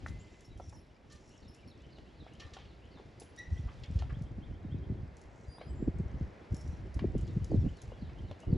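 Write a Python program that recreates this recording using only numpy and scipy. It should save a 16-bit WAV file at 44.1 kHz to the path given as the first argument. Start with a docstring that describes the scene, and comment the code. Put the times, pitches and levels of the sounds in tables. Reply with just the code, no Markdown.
"""A hoof clops and a hitch clanks in a puff of wind: a draught horse pulls a two-wheeled cart past a
pine wood. Each hoof rings like a hollow cup on the paved road while its shoe crushes grit. Loose steel
rattles, a dry joint squeaks once, and harness straps rub and shake their rings and buckles.
Birds sing among the echoing trunks, over a soft wash of trees and tyres.
Gusts buffet the microphone, mostly from the middle on."""
import sys
import numpy as np
from scipy import signal
from scipy.fft import rfft, irfft, next_fast_len
from scipy.io import wavfile

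SR = 44100
rng = np.random.default_rng(int(sys.argv[2]) if len(sys.argv) > 2 else 0)


def master_out(mix):
    """Clip the mix to full scale and print it as 16-bit PCM to the path in sys.argv[1]."""
    frames = np.transpose(np.atleast_2d(mix))
    ceiling = np.clip(frames, -1, 1)
    pcm = np.round(ceiling * 32767).astype(np.int16)
    wavfile.write(sys.argv[1], SR, pcm)


N = 377937
TIME = np.arange(N) / SR  # seconds since the scene began
AGE = np.arange(SR // 2) / SR  # seconds since one short event began

# Levels are relative. A fade time (t60) is how long a sound takes to drop by 60 dB.
# Rustling trees and rolling tyres: (time [s], body level [dB], hiss level [dB])
WASH_LEVELS = [(0.0, -66.5, -67.5), (0.6, -70.5, -75), (1.0, -70.5, -76.5), (1.15, -69.5, -74.5),
               (2.34, -67.5, -73), (2.46, -66, -69), (2.76, -67.5, -74), (3.95, -65, -68.5),
               (4.3, -65, -74.5), (5.6, -64.5, -75), (6.2, -61, -72.5), (6.9, -63, -72), (7.7, -64, -70.5),
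               (8.56, -63.5, -73)]
# Tone colour of their low body and their hiss: (frequency [Hz], level [dB])
BODY_SPECTRUM = [(20, -1), (60, 21), (300, 15), (500, 14.5), (800, 9), (1200, 2.5), (2100, 2.5),
                 (3000, -14.5), (5000, -70.5)]
HISS_SPECTRUM = [(1200, -4), (2500, 14.5), (3500, 11.5), (5200, 8), (6500, 2), (7800, -1.5), (9500, -6),
                 (11000, -11), (12000, -17.5), (15000, -29)]
# How alike the left and right noise are: (frequency [Hz], likeness [1 = the same])
STEREO_LIKENESS = [(30, 0.89), (300, 0.89), (600, 0.57), (1000, 0.31), (2000, 0.64), (4000, 1), (6500, 1),
                   (8000, 0.041), (11000, .2)]
# Echo among the trunks: (frequency [Hz], fade time [s])
TRUNK_ECHO = [(200, 0.24), (1000, 0.23), (2500, 0.29), (5000, 0.036), (11000, 0.19)]

# Gusts at the microphone: (start [s], length [s], rumble level [dB], flutter level [dB])
GUSTS = [(-.03, 0.23, -42, -59), (0.472, 0.31, -48, -62.5), (1.42, 4.4, -55.5, -64.5),
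         (3.475, 0.32, -41.5, -69), (3.874, 0.34, -36.5, -65), (4.257, 0.81, -40.5, -53),
         (5.664, 0.58, -38.5, -52.5), (6.52, 0.65, -41, -56), (6.95, 0.51, -33.5, -48.5),
         (7.508, 0.16, -29, -42), (7.83, 0.47, -42, -60), (8.466, 0.093, -32, -39)]
# Tone colour of the wind's deep rumble and higher flutter: (frequency [Hz], level [dB])
RUMBLE_SPECTRUM = [(12, -54), (25, -33.5), (45, -5.5), (62, -2), (110, -7.5), (180, -17), (350, -33.5),
                   (800, -81)]
FLUTTER_SPECTRUM = [(40, -6), (110, 0.5), (200, -2.5), (350, -3), (550, -20), (850, -35), (1500, -53.5),
                    (4000, -86)]
# The largest swirls of air: (time [s], level [dB], starting frequency [Hz], length [s])
EDDIES = [(0.53, -36, 63, 0.012), (2.455, -39, 76, 0.016), (3.53, -24, 72.7, 0.016),
          (3.595, -30, 149.4, 0.014), (3.663, -27, 93.2, 0.01), (3.905, -32, 119.7, 0.021),
          (3.961, -19.5, 77.3, 0.015), (4.005, -30.5, 71, 0.049), (4.17, -37.5, 168, 0.034),
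          (4.215, -30.5, 163.2, 0.016), (4.385, -34, 201.3, .012), (4.65, -34.5, 230.3, 0.031),
          (4.727, -29.5, 138.3, .012), (4.747, -30, 227.3, 0.018), (4.902, -26, 170, 0.0086),
          (4.921, -30, 208.5, 0.017), (5.034, -30, 159.7, 0.0092), (5.488, -32.5, 81, 0.0072),
          (5.827, -23, 300.5, 0.0054), (5.879, -24.5, 280.3, 0.021), (5.962, -30.5, 178, 0.011),
          (6.001, -25, 211.5, 0.017), (6.143, -36, 249.4, 0.011), (6.213, -28, 180.5, .024),
          (6.523, -24, 86.6, 0.0071), (6.54, -28.5, 229.5, 0.004), (6.692, -28, 84, 0.017),
          (7.022, -30.5, 281.5, 0.023), (7.044, -23.5, 400, 0.019), (7.153, -26, 440.2, 0.02),
          (7.369, -21.5, 189.4, 0.013), (7.423, -29, 88.5, 0.028), (7.519, -26, 335, 0.011),
          (7.544, -20.5, 340.2, 0.012), (7.577, -20, 115, 0.033), (7.643, -26.5, 227.6, .01),
          (7.666, -28.5, 249, 0.026), (8.024, -35, 207, 0.028), (8.225, -35, 70.2, 0.012),
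          (8.53, -15.5, 199.5, 0.0087)]

# Bird notes by name: (length [s], first pitch [Hz], last pitch [Hz], bend [over 1 glides late],
# trill [share of the pitch], swell [over 1 peaks late])
NOTE_SHAPES = { "fall": (.095, 4700, 3300, 1.3, .045, 1.3), "climb": (.085, 2450, 3300, 1.3, .04, 2.2),
               "chip": (.032, 3120, 3750, 2.2, .006, 1), "seet": (.045, 5750, 5250, 1, .006, 1),
               "zip": (.035, 6500, 7550, .7, .02, 1), "whistle": (.14, 4760, 4880, 1.3, .006, 2.8),
               "pip": (.095, 4880, 4950, 1, .006, 2.5), "swoop": (.085, 2900, 4400, .42, .004, .7),
               "high": (.07, 7100, 8250, .5, .002, 1), "slide": (.12, 6900, 7700, .5, .002, .6)}
# When the warbler sings: (start [s], end [s], level [dB])
WARBLES = [(1.279, 3.0, -65), (7.117, 8.55, -65)]
# The warbler's phrase and a second bird's call: (delay [s], level [dB], note name)
WARBLE_PHRASE = [(0.0, 1.5, "climb"), (.116, 1, "fall")]
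CHIP_CALL = [(0.0, 0, "chip"), (0.118, -7, "chip")]
# Thin notes from other birds: (time [s], level [dB], note name)
SINGLE_NOTES = [(0.187, -57.5, "zip"), (5.452, -52, "whistle"), (5.568, -61.5, "swoop"),
                (5.606, -59, "pip"), (5.68, -63.5, "high"), (5.75, -67, "slide"), (7.585, -63, "seet")]

# Straps sliding over the horse: (start [s], length [s], rubbing level [dB], jingling level [dB])
STRAP_SLIDES = [(0.12, 0.46, -75, -84), (0.56, 0.26, -74, -69.5), (1.044, 0.46, -73, -73.5),
                (3.47, 0.18, -75, -72), (5.242, 0.33, -75, -86), (6.484, 0.37, -76, -72.5),
                (7.144, 0.93, -77, -89)]
# The tones of a buckle: (pitch [Hz], level [dB], fade time [s])
BUCKLE_TONES = [(5500, 2, 0.042), (5840, 0, 0.044), (10300, -12, 0.044)]
# Buckles and chain links ticking: (time [s], level [dB])
LINK_TICKS = [(0.407, -47), (0.575, -45.5), (0.694, -43.5), (1.291, -49), (1.546, -44), (2.335, -50.5),
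              (3.198, -34), (3.362, -43.5), (3.389, -45), (3.533, -54), (3.797, -58), (3.939, -52),
              (3.96, -54), (4.22, -47), (5.168, -44), (5.214, -46), (5.985, -49.5), (6.525, -50),
              (6.544, -38), (6.566, -42), (6.611, -43), (6.677, -46.5), (6.942, -41), (7.179, -40),
              (7.21, -46), (7.332, -54), (7.443, -39.5), (7.77, -50), (7.817, -38), (8.401, -44)]
# Steel fittings ringing on: (time [s], level [dB], pitch [Hz], fade time [s])
FITTING_RINGS = [(.07, -58.5, 2046, 1.4), (3.2, -57, 10080, 0.24), (3.199, -63, 10740, 0.28),
                 (3.386, -55.5, 1975, 1.4), (3.385, -52, 1900, 0.55), (3.386, -69, 3950, .8)]
# A small harness ring jingling: (time [s], level [dB], fade time [s])
JINGLES = [(0.447, -63, 0.15), (.752, -67, 0.37), (1.48, -66, 0.44), (1.676, -64, 0.14), (6.548, -63, .3),
           (6.6, -63, 0.17)]
# The tones of that ring: (pitch [Hz], level [dB])
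JINGLE_TONES = [(5280, 0.5), (5440, 3), (10800, -4.5), (14200, -10)]

# The course of the dry joint's squeak: (time [s], level [dB], pitch [Hz])
SQUEAK_CURVE = [(3.376, -42, 1880), (3.381, -52, 1900), (3.389, -40.5, 1999), (3.403, -53, 1932),
                (3.44, -52, 1910), (3.48, -64, 1960)]
# The tones in the squeak: (multiple of the pitch, level [dB])
SQUEAK_TONES = [(1, -1.5), (2, -7), (3, -8)]
# The loose hitch and shafts knocking:
# (time [s], level [dB], centre frequency [Hz], fade time [s], frame ringing [dB])
CLANKS = [(0.063, -53, 5500, 0.19, -32), (0.082, -47, 4000, 0.04, -40), (1.1, -53.5, 4300, 0.3, -13),
          (1.121, -44.5, 5450, 0.038, -22), (2.397, -43, 3560, 0.11, -18.5), (2.418, -59, 2200, 0.1, 2.5),
          (2.5349, -46, 3800, 0.16, -14), (2.586, -52.5, 2960, 0.39, -14), (3.835, -40.5, 3050, 0.057, -31),
          (3.988, -43, 3660, 0.09, -21), (7.276, -46.5, 4080, 0.037, -25)]
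# The tones of the cart's frame: (pitch [Hz], level [dB], fade time [s])
FRAME_TONES = [(1192, -0.5, 0.28), (1796, 0.5, 0.18), (3090, 1, 0.05), (5600, -3, 0.093)]

# Shoes dragging on the road: (time [s], length [s], level [dB], centre frequency [Hz])
SHOE_SCRAPES = [(.336, 0.015, -78, 1680), (0.723, 0.011, -69.5, 676), (2.27, 0.021, -76.5, 1600),
                (2.962, 0.039, -77, 890), (3.671, 0.035, -72, 1200), (4.093, 0.025, -70.5, 1390),
                (5.603, 0.02, -72, 1400), (6.99, 0.013, -67.5, 1690), (8.09, 0.013, -72.5, 1490)]
# Hooves landing: (time [s], level [dB], pitch [Hz], grit level [dB], fade time [s])
HOOF_STEPS = [(0.062, -29, 1320, -73, 0.0052), (0.598, -45, 726, -79, 0.029), (.604, -39, 363, -84, 0.01),
              (1.983, -46, 406, -71, 0.027), (2.265, -48, 694, -83, 0.02), (2.566, -46.5, 765, -65, 0.04),
              (2.997, -48, 420, -78, 0.036), (3.218, -42.5, 432, -70, 0.021),
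              (4.021, -46, 732, -67.5, 0.049), (5.583, -43, 850, -80, 0.008),
              (5.612, -44.5, 610, -69.5, 0.029), (6.992, -37, 1120, -63, 0.0044),
              (7.919, -45.5, 510, -85, 0.03), (8.311, -44, 563, -65.5, 0.038),
              (8.433, -49, 654, -82, 0.029)]


def amp(db):
    """Turns decibels into a number to multiply a sound by."""
    return 10 ** (np.asarray(db) / 20)


def unit(x):
    """Scales a signal to an average strength (rms) of 1."""
    return x / np.sqrt(np.mean(x ** 2) + 1e-30)


def read(points, hz):
    """Looks up a table's value at hz, on a scale where all octaves are equally wide."""
    f, value = np.transpose(points)
    return np.interp(np.log(hz + 1), np.log(f), value)


def follow(rows, t=TIME):
    """Looks up each column of a table at the times t."""
    times, *columns = np.transpose(rows)
    return [np.interp(t, times, column) for column in columns]


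def add(mix, s, sound):
    """Mixes a sound in at s seconds."""
    part = mix[max(round(s * SR), 0):][:len(sound)]
    part += sound[:len(part)]


def rise(seconds):
    """A soft start."""
    return 1 - np.exp(-AGE / seconds)


def fade(t60, t=AGE):
    """Dies away by 60 dB every t60 seconds."""
    return np.exp(-np.log(1000) * t / t60)


def tone(hz):
    """A pure tone that starts at a random point in its wave."""
    return np.sin(2 * np.pi * (hz * AGE + rng.random()))


def band(hz, octaves, size=len(AGE)):
    """Noise that is strongest at hz and weaker to either side."""
    f = np.fft.rfftfreq(size, 1 / SR) + 1
    bell = np.exp(-.5 * (np.log2(f / hz) / octaves) ** 2)
    return unit(irfft(rfft(rng.standard_normal(size)) * bell, size))


def wander(rate, size=len(AGE)):
    """A smooth random wobble, up to about rate times a second."""
    f = np.fft.rfftfreq(size, 1 / SR)
    return unit(irfft(rfft(rng.standard_normal(size)) * np.exp(-(f / rate) ** 2), size))


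def stereo_noise(spectrum, low_hz, high_hz):
    """Left and right noise; the part they share has strength 1 between low_hz and high_hz."""
    f = np.fft.rfftfreq(N, 1 / SR)
    mid, side = rfft(rng.standard_normal((2, N))) * amp(read(spectrum, f))
    alike = read(STEREO_LIKENESS, f)
    side = side * np.sqrt((1 - alike) / (1 + alike))
    strength = irfft(mid * (f > low_hz) * (f < high_hz), N).std()
    return irfft(np.array([mid + side, mid - side]), N) / strength


def woods(x, echo_db, width=0.32, echoes_per_s=2000):
    """The direct sound plus stereo echoes scattered by the trunks."""
    bounces = rng.standard_normal((2, SR)) * (rng.random((2, SR)) < echoes_per_s / SR)
    hz, t, spectra = signal.stft(bounces, SR, nperseg=256)
    spectra = spectra * fade(read(TRUNK_ECHO, hz)[:, None], t) * np.minimum(t / 0.0011, 1)
    tail = signal.istft(spectra, SR, nperseg=256)[1]
    mid, side = signal.fftconvolve(x[None], tail / np.linalg.norm(tail[0]), axes=1)[:, :N]
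    return x + amp(echo_db) * np.array([mid + width * side, mid - width * side])


def far_echo(x, echo_db, t60, echoes_per_s=2000):
    """The direct sound plus a long, soft echo from deep in the wood."""
    t = np.arange(SR) / SR
    bounces = rng.standard_normal(SR) * (rng.random(SR) < echoes_per_s / SR)
    tail = bounces * fade(t60, t) * np.minimum(t / 0.0064, 1)
    return x + amp(echo_db) * signal.fftconvolve(x, tail / np.linalg.norm(tail))[:N]


def trees_and_tyres(body_db=-0.96, hiss_db=-1):
    """Rustling trees and rolling tyres blend into a steady wash with a slightly restless hiss."""
    body_level, hiss_level = follow(WASH_LEVELS)
    body = stereo_noise(BODY_SPECTRUM, 1000, 2500) * amp(body_level + body_db)
    hiss = stereo_noise(HISS_SPECTRUM, 3500, 8000) * amp(hiss_level + hiss_db + .5 * wander(22, N))
    return body + hiss


def wind(attack_s=0.0083, t60=0.37, wake_s=0.021, quick_hz=190, lump_db=4.5):
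    """Air churns at the microphone: each gust swells, holds and dies away, rumbling and fluttering."""
    rumble_gain, flutter_gain = amp(-60), amp(-64)  # the calm between gusts
    for s, length, rumble_db, flutter_db in GUSTS:
        swell = np.clip((TIME - s) / attack_s, 0, 1) * fade(t60, np.maximum(TIME - s - length, 0))
        rumble_gain = np.maximum(rumble_gain, amp(rumble_db) * swell)
        flutter_gain = np.maximum(flutter_gain, amp(flutter_db) * swell)
    for s, db, hz, _ in EDDIES:  # slow swirls stir up the rumble, quick ones the flutter
        wake = amp(db) * np.exp(-np.minimum(((TIME - s) / wake_s) ** 2, 20))
        quick = hz ** 3 / (hz ** 3 + quick_hz ** 3)
        rumble_gain = np.maximum(rumble_gain, amp(-12) * wake * (1 - quick))
        flutter_gain = np.maximum(flutter_gain, amp(-13) * wake * quick)
    lumps = lump_db * wander(30, N)
    rumble = stereo_noise(RUMBLE_SPECTRUM, 25, 150) * rumble_gain * amp(0.65 * lumps - 1)
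    flutter = stereo_noise(FLUTTER_SPECTRUM, 200, 600) * flutter_gain * amp(lumps - 1)
    return rumble + flutter


def buffets(rise_cycles=0.31, rest_hz=66, slowing=0.535, unsteady=0.22, lead_s=.05):
    """A swirl of air hits the microphone: the pressure swings, then settles unevenly to a low wobble."""
    out = np.zeros((2, N))
    t = AGE - lead_s  # zero at the peak of the hit
    for s, db, hz, length in EDDIES:
        from_peak = np.where(t < 0, t * hz / rise_cycles, np.pi / 2 * t / length)
        swell = amp(db) / np.cosh(np.clip(from_peak, -20, 20))
        pitch = rest_hz + (hz - rest_hz) * np.exp(-np.maximum(t, 0) / (slowing * length))
        cycles = np.cumsum(pitch * np.exp(unsteady * wander(250))) / SR + rng.random()
        lean = .1 * rng.standard_normal()  # a little to the left or right
        for channel, tilt in zip(out, (lean, -lean)):
            add(channel, s - lead_s, (1 + tilt) * swell * np.sin(2 * np.pi * cycles + tilt))
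    return out


def bird_note(length, first_hz, last_hz, bend, trill, swell=1, octave_db=-60):
    """One gliding whistle that swells and fades, with a weak overtone an octave up."""
    progress = np.minimum(AGE / length, 1)
    hz = (first_hz + (last_hz - first_hz) * progress ** bend) * (1 + trill * wander(350))
    phase = 2 * np.pi * np.cumsum(hz) / SR
    loudness = np.sqrt(abs(np.sin(np.pi * progress ** swell)))
    return loudness * (np.sin(phase) + amp(octave_db) * np.sin(2 * phase))


def far_birds(level_db=-76, spread_db=5.5, low_hz=2100, high_hz=4200, count=260):
    """Far birds twitter at random deep in the wood."""
    out = np.zeros(N)
    for when, pitch, glide, length in rng.random((count, 4)):
        hz = low_hz * (high_hz / low_hz) ** pitch
        note = bird_note(0.014 + 0.025 * length, hz, hz * (1 + .22 * (glide - .5)), bend=1, trill=0.013)
        add(out, when * N / SR, amp(level_db + spread_db * rng.standard_normal()) * note)
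    return far_echo(out, echo_db=-6.5, t60=.6)


def warbler(period_s=.2515, vary_octaves=0.043, ragged_db=3.5, level_db=-3):
    """A warbler see-saws up and down, its ragged notes never quite alike and half lost in their echo."""
    out = np.zeros(N)
    notes = [(s + delay, db + level, name)
             for start, end, db in WARBLES
             for s in np.arange(start, end, period_s)
             for delay, level, name in WARBLE_PHRASE]
    for (s, db, name), drift in zip(notes, rng.standard_normal((len(notes), 2))):
        length, first_hz, last_hz, *shape = NOTE_SHAPES[name]
        pitches = np.array([first_hz, last_hz]) * 2 ** (vary_octaves * drift)
        add(out, s, amp(db + ragged_db * wander(83)) * bird_note(length, *pitches, *shape))
    return amp(level_db) * far_echo(out, echo_db=-2, t60=.64)


def near_birds(call_start_s=3.56, call_end_s=4.8, period_s=.286, call_db=-56.5):
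    """One nearer bird repeats an even two-note call; others whistle thin single notes."""
    out = np.zeros(N)
    for s in np.arange(call_start_s, call_end_s, period_s):
        for delay, level, name in CHIP_CALL:
            add(out, s + delay, amp(call_db + level) * bird_note(*NOTE_SHAPES[name]))
    for s, db, name in SINGLE_NOTES:
        octave_db = -12 if name in ("whistle", "pip") else -np.inf  # only steady notes get an overtone
        add(out, s, amp(db) * bird_note(*NOTE_SHAPES[name], octave_db=octave_db))
    return far_echo(out, echo_db=-8, t60=0.79)


def straps(rub_hz=6500, grain_db=3, shakes_per_s=150):
    """Straps slide in soft, grainy swells while small knocks keep their buckles ringing."""
    rub = band(rub_hz, octaves=0.32, size=N) * amp(grain_db * wander(150, N))
    knocks = (rng.random(N) < shakes_per_s / SR) * rng.standard_normal((len(BUCKLE_TONES), N))
    tones = [amp(db) * tone(hz) * fade(t60) * rise(0.0007) for hz, db, t60 in BUCKLE_TONES]
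    jingle = unit(sum(signal.oaconvolve(hits, ring)[:N] for hits, ring in zip(knocks, tones)))
    out = np.zeros(N)
    for s, length, rub_db, jingle_db in STRAP_SLIDES:
        swell = np.sin(np.pi * np.clip((TIME - s) / length, 0, 1))
        out += swell * (amp(rub_db) * rub + amp(jingle_db) * jingle)
    return out


def small_links(level_db=5, range_db=9, low_hz=4800, high_hz=8000, t60=0.019, count=110):
    """Small links tick at random, more strongly when the trees and tyres hiss louder."""
    out = np.zeros(N)
    for when, softness, *pitches in rng.random((count, 7)):
        s = when * N / SR
        _, hiss_db = follow(WASH_LEVELS, s)
        link = sum(tone(low_hz * (high_hz / low_hz) ** pitch ** 2) for pitch in pitches)
        add(out, s, amp(hiss_db + level_db - range_db * softness) * link * fade(t60))
    return out


def link_ticks(tick_hz=6100, link_db=-13, link_t60=0.022, cutoff_hz=11000):
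    """Buckles and chain links tick and settle, each with four short tones of its own."""
    out = np.zeros(N)
    shape = amp(-3) * fade(0.012) + amp(-24) * fade(0.25)  # a sharp tick, then quiet settling
    for s, db in LINK_TICKS:
        pitches = tick_hz * 2 ** rng.uniform(-0.241, 1.0, size=4)
        link = sum(tone(hz) for hz in pitches) * fade(link_t60)
        tick = band(tick_hz, octaves=0.58) * shape * amp(2.8 * wander(300))
        add(out, s, amp(db) * (tick + amp(link_db) * link) * rise(0.002))
    return signal.sosfilt(signal.butter(6, cutoff_hz, fs=SR, output="sos"), out)


def fittings(level_db=-1, waver_db=4.1):
    """Steel fittings ring on in pure tones that waver in loudness."""
    out = np.zeros(N)
    for s, db, hz, t60 in FITTING_RINGS:
        ring = tone(hz) * amp(waver_db * wander(70))
        add(out, s, amp(db + level_db) * ring * fade(t60) * rise(0.0022))
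    return out


def harness_ring(level_db=-1, flutter_db=5.0, detune=0.009):
    """A small ring rattles as it chimes, so each of its tones flutters on its own."""
    out = np.zeros(N)
    for s, db, t60 in JINGLES:
        chime = sum(tone(hz * (1 + detune * rng.standard_normal()))
                    * amp(level + flutter_db * wander(200)) for hz, level in JINGLE_TONES)
        add(out, s, amp(db + level_db) * chime * fade(t60) * rise(0.00092))
    return out


def squeak(roughness=0.022, dulling_db_per_s=60):
    """A dry joint sticks and slips; its overtones fade as the pressure eases."""
    t = np.arange(SQUEAK_CURVE[0][0], SQUEAK_CURVE[-1][0], 1 / SR)
    db, hz = follow(SQUEAK_CURVE, t)
    cycles = np.cumsum(hz * (1 + roughness * wander(290, len(t)))) / SR
    dulling_db = dulling_db_per_s * (t - t[0])
    slips = sum(amp(level - (multiple > 1) * dulling_db) * np.sin(2 * np.pi * multiple * cycles)
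                for multiple, level in SQUEAK_TONES)
    out = np.zeros(N)
    add(out, t[0], amp(db) * slips * rise(0.0019)[:len(t)])
    return out


def hitch(crash_db=-7, chatter_db=3, jostle=0.027):
    """Loose steel chatters and sets the cart's frame ringing."""
    out = np.zeros(N)
    for s, db, hz, t60, ring_db in CLANKS:
        crash = band(hz, octaves=0.6) * fade(t60) * amp(chatter_db * wander(77))
        ring = np.zeros(len(AGE))
        for frame_hz, level, frame_t60 in FRAME_TONES:
            pitch = frame_hz * (1 + jostle * wander(200))  # the loose contact jostles each tone
            ring += amp(level) * np.sin(2 * np.pi * np.cumsum(pitch) / SR) * fade(frame_t60)
        add(out, s, amp(db) * (amp(crash_db) * crash + amp(ring_db) * ring) * rise(0.00096))
    return out


def shoe_scrapes(grain_db=4):
    """A horseshoe slides a little and crushes grit in one short, grainy swell."""
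    out = np.zeros(N)
    for s, length, db, hz in SHOE_SCRAPES:
        swell = np.sin(np.pi * np.minimum(AGE / length, 1))
        add(out, s, amp(db + grain_db * wander(400)) * swell * band(hz, octaves=0.72))
    return out


def hooves(overtone_ratio=1.843, rise_cycles=0.42, grain_db=4, toe_delay_s=.0028, cutoff_hz=2000):
    """Each hoof rings like a hollow cup over a thud and a scuff; its shoe cracks down and crushes grit."""
    knocks, crunch = np.zeros((2, N))
    for s, db, hz, grit_db, t60 in HOOF_STEPS:
        cup = (tone(hz) + amp(-11) * tone(hz * overtone_ratio)) * fade(t60)
        thud = amp(-10) * tone(hz / 2) * fade(t60)
        scuff = amp(-9) * band(hz, octaves=0.45) * fade(2 * t60)
        add(knocks, s, amp(db) * (cup + thud + scuff) * rise(rise_cycles / hz))
        grit = amp(grit_db - 6 + grain_db * wander(660)) * band(3250, octaves=0.55) * fade(0.13)
        add(crunch, s, grit)
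        toe_crack = amp(grit_db + 10) * band(2300, octaves=0.64) * fade(0.013)
        add(crunch, s + toe_delay_s, toe_crack)
    muffle = signal.butter(5, cutoff_hz, fs=SR, output="sos")  # a hoof is too soft to ring high
    return signal.sosfilt(muffle, knocks) + crunch


def scene():
    """Horse and cart on the road, birds in the wood, wind at the microphone."""
    horse = amp(9.5) * woods(hooves(), echo_db=-14.5) + amp(16) * woods(shoe_scrapes(), echo_db=-1.5)
    cart = amp(3) * woods(hitch(), echo_db=-3.5)
    harness = link_ticks() + fittings() + harness_ring() + small_links() + straps()
    cart += woods(harness, echo_db=-16) + woods(squeak(), echo_db=-1.5)
    birds = amp(-5) * woods(near_birds(), echo_db=-1.5)
    birds += woods(warbler(), echo_db=-14) + woods(far_birds(), echo_db=-12)
    return horse + cart + birds + trees_and_tyres() + wind() + amp(2.5) * buffets()


def record(dry, notch_hz=8480, notch_width_hz=280, notch_db=-22, muffle_hz=11350, cutoff_hz=15200):
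    """The microphone's openings cut a narrow notch in the treble; the very top is muffled, then cut."""
    size = next_fast_len(N + SR, True)
    f = np.fft.rfftfreq(size, 1 / SR)
    notch = amp(notch_db * np.exp(-((f - notch_hz) / notch_width_hz) ** 2))
    muffle = amp(-9 - 6 * np.tanh((f - muffle_hz) / 200))  # -3 dB below muffle_hz, -15 dB above
    # across the notch, the left and right waves slip one full cycle apart
    slip = np.pi / 2 * (1 + np.tanh((f - notch_hz) / 900)) * np.array([[-1], [1]])
    heard = irfft(rfft(dry, size) * notch * muffle * np.exp(1j * slip), size)[:, :N]
    top_cut = signal.firwin(255, cutoff_hz, window=("kaiser", 7), fs=SR)
    return signal.oaconvolve(heard, top_cut[None], "same")


dry = scene()
out = record(dry)
master_out(out)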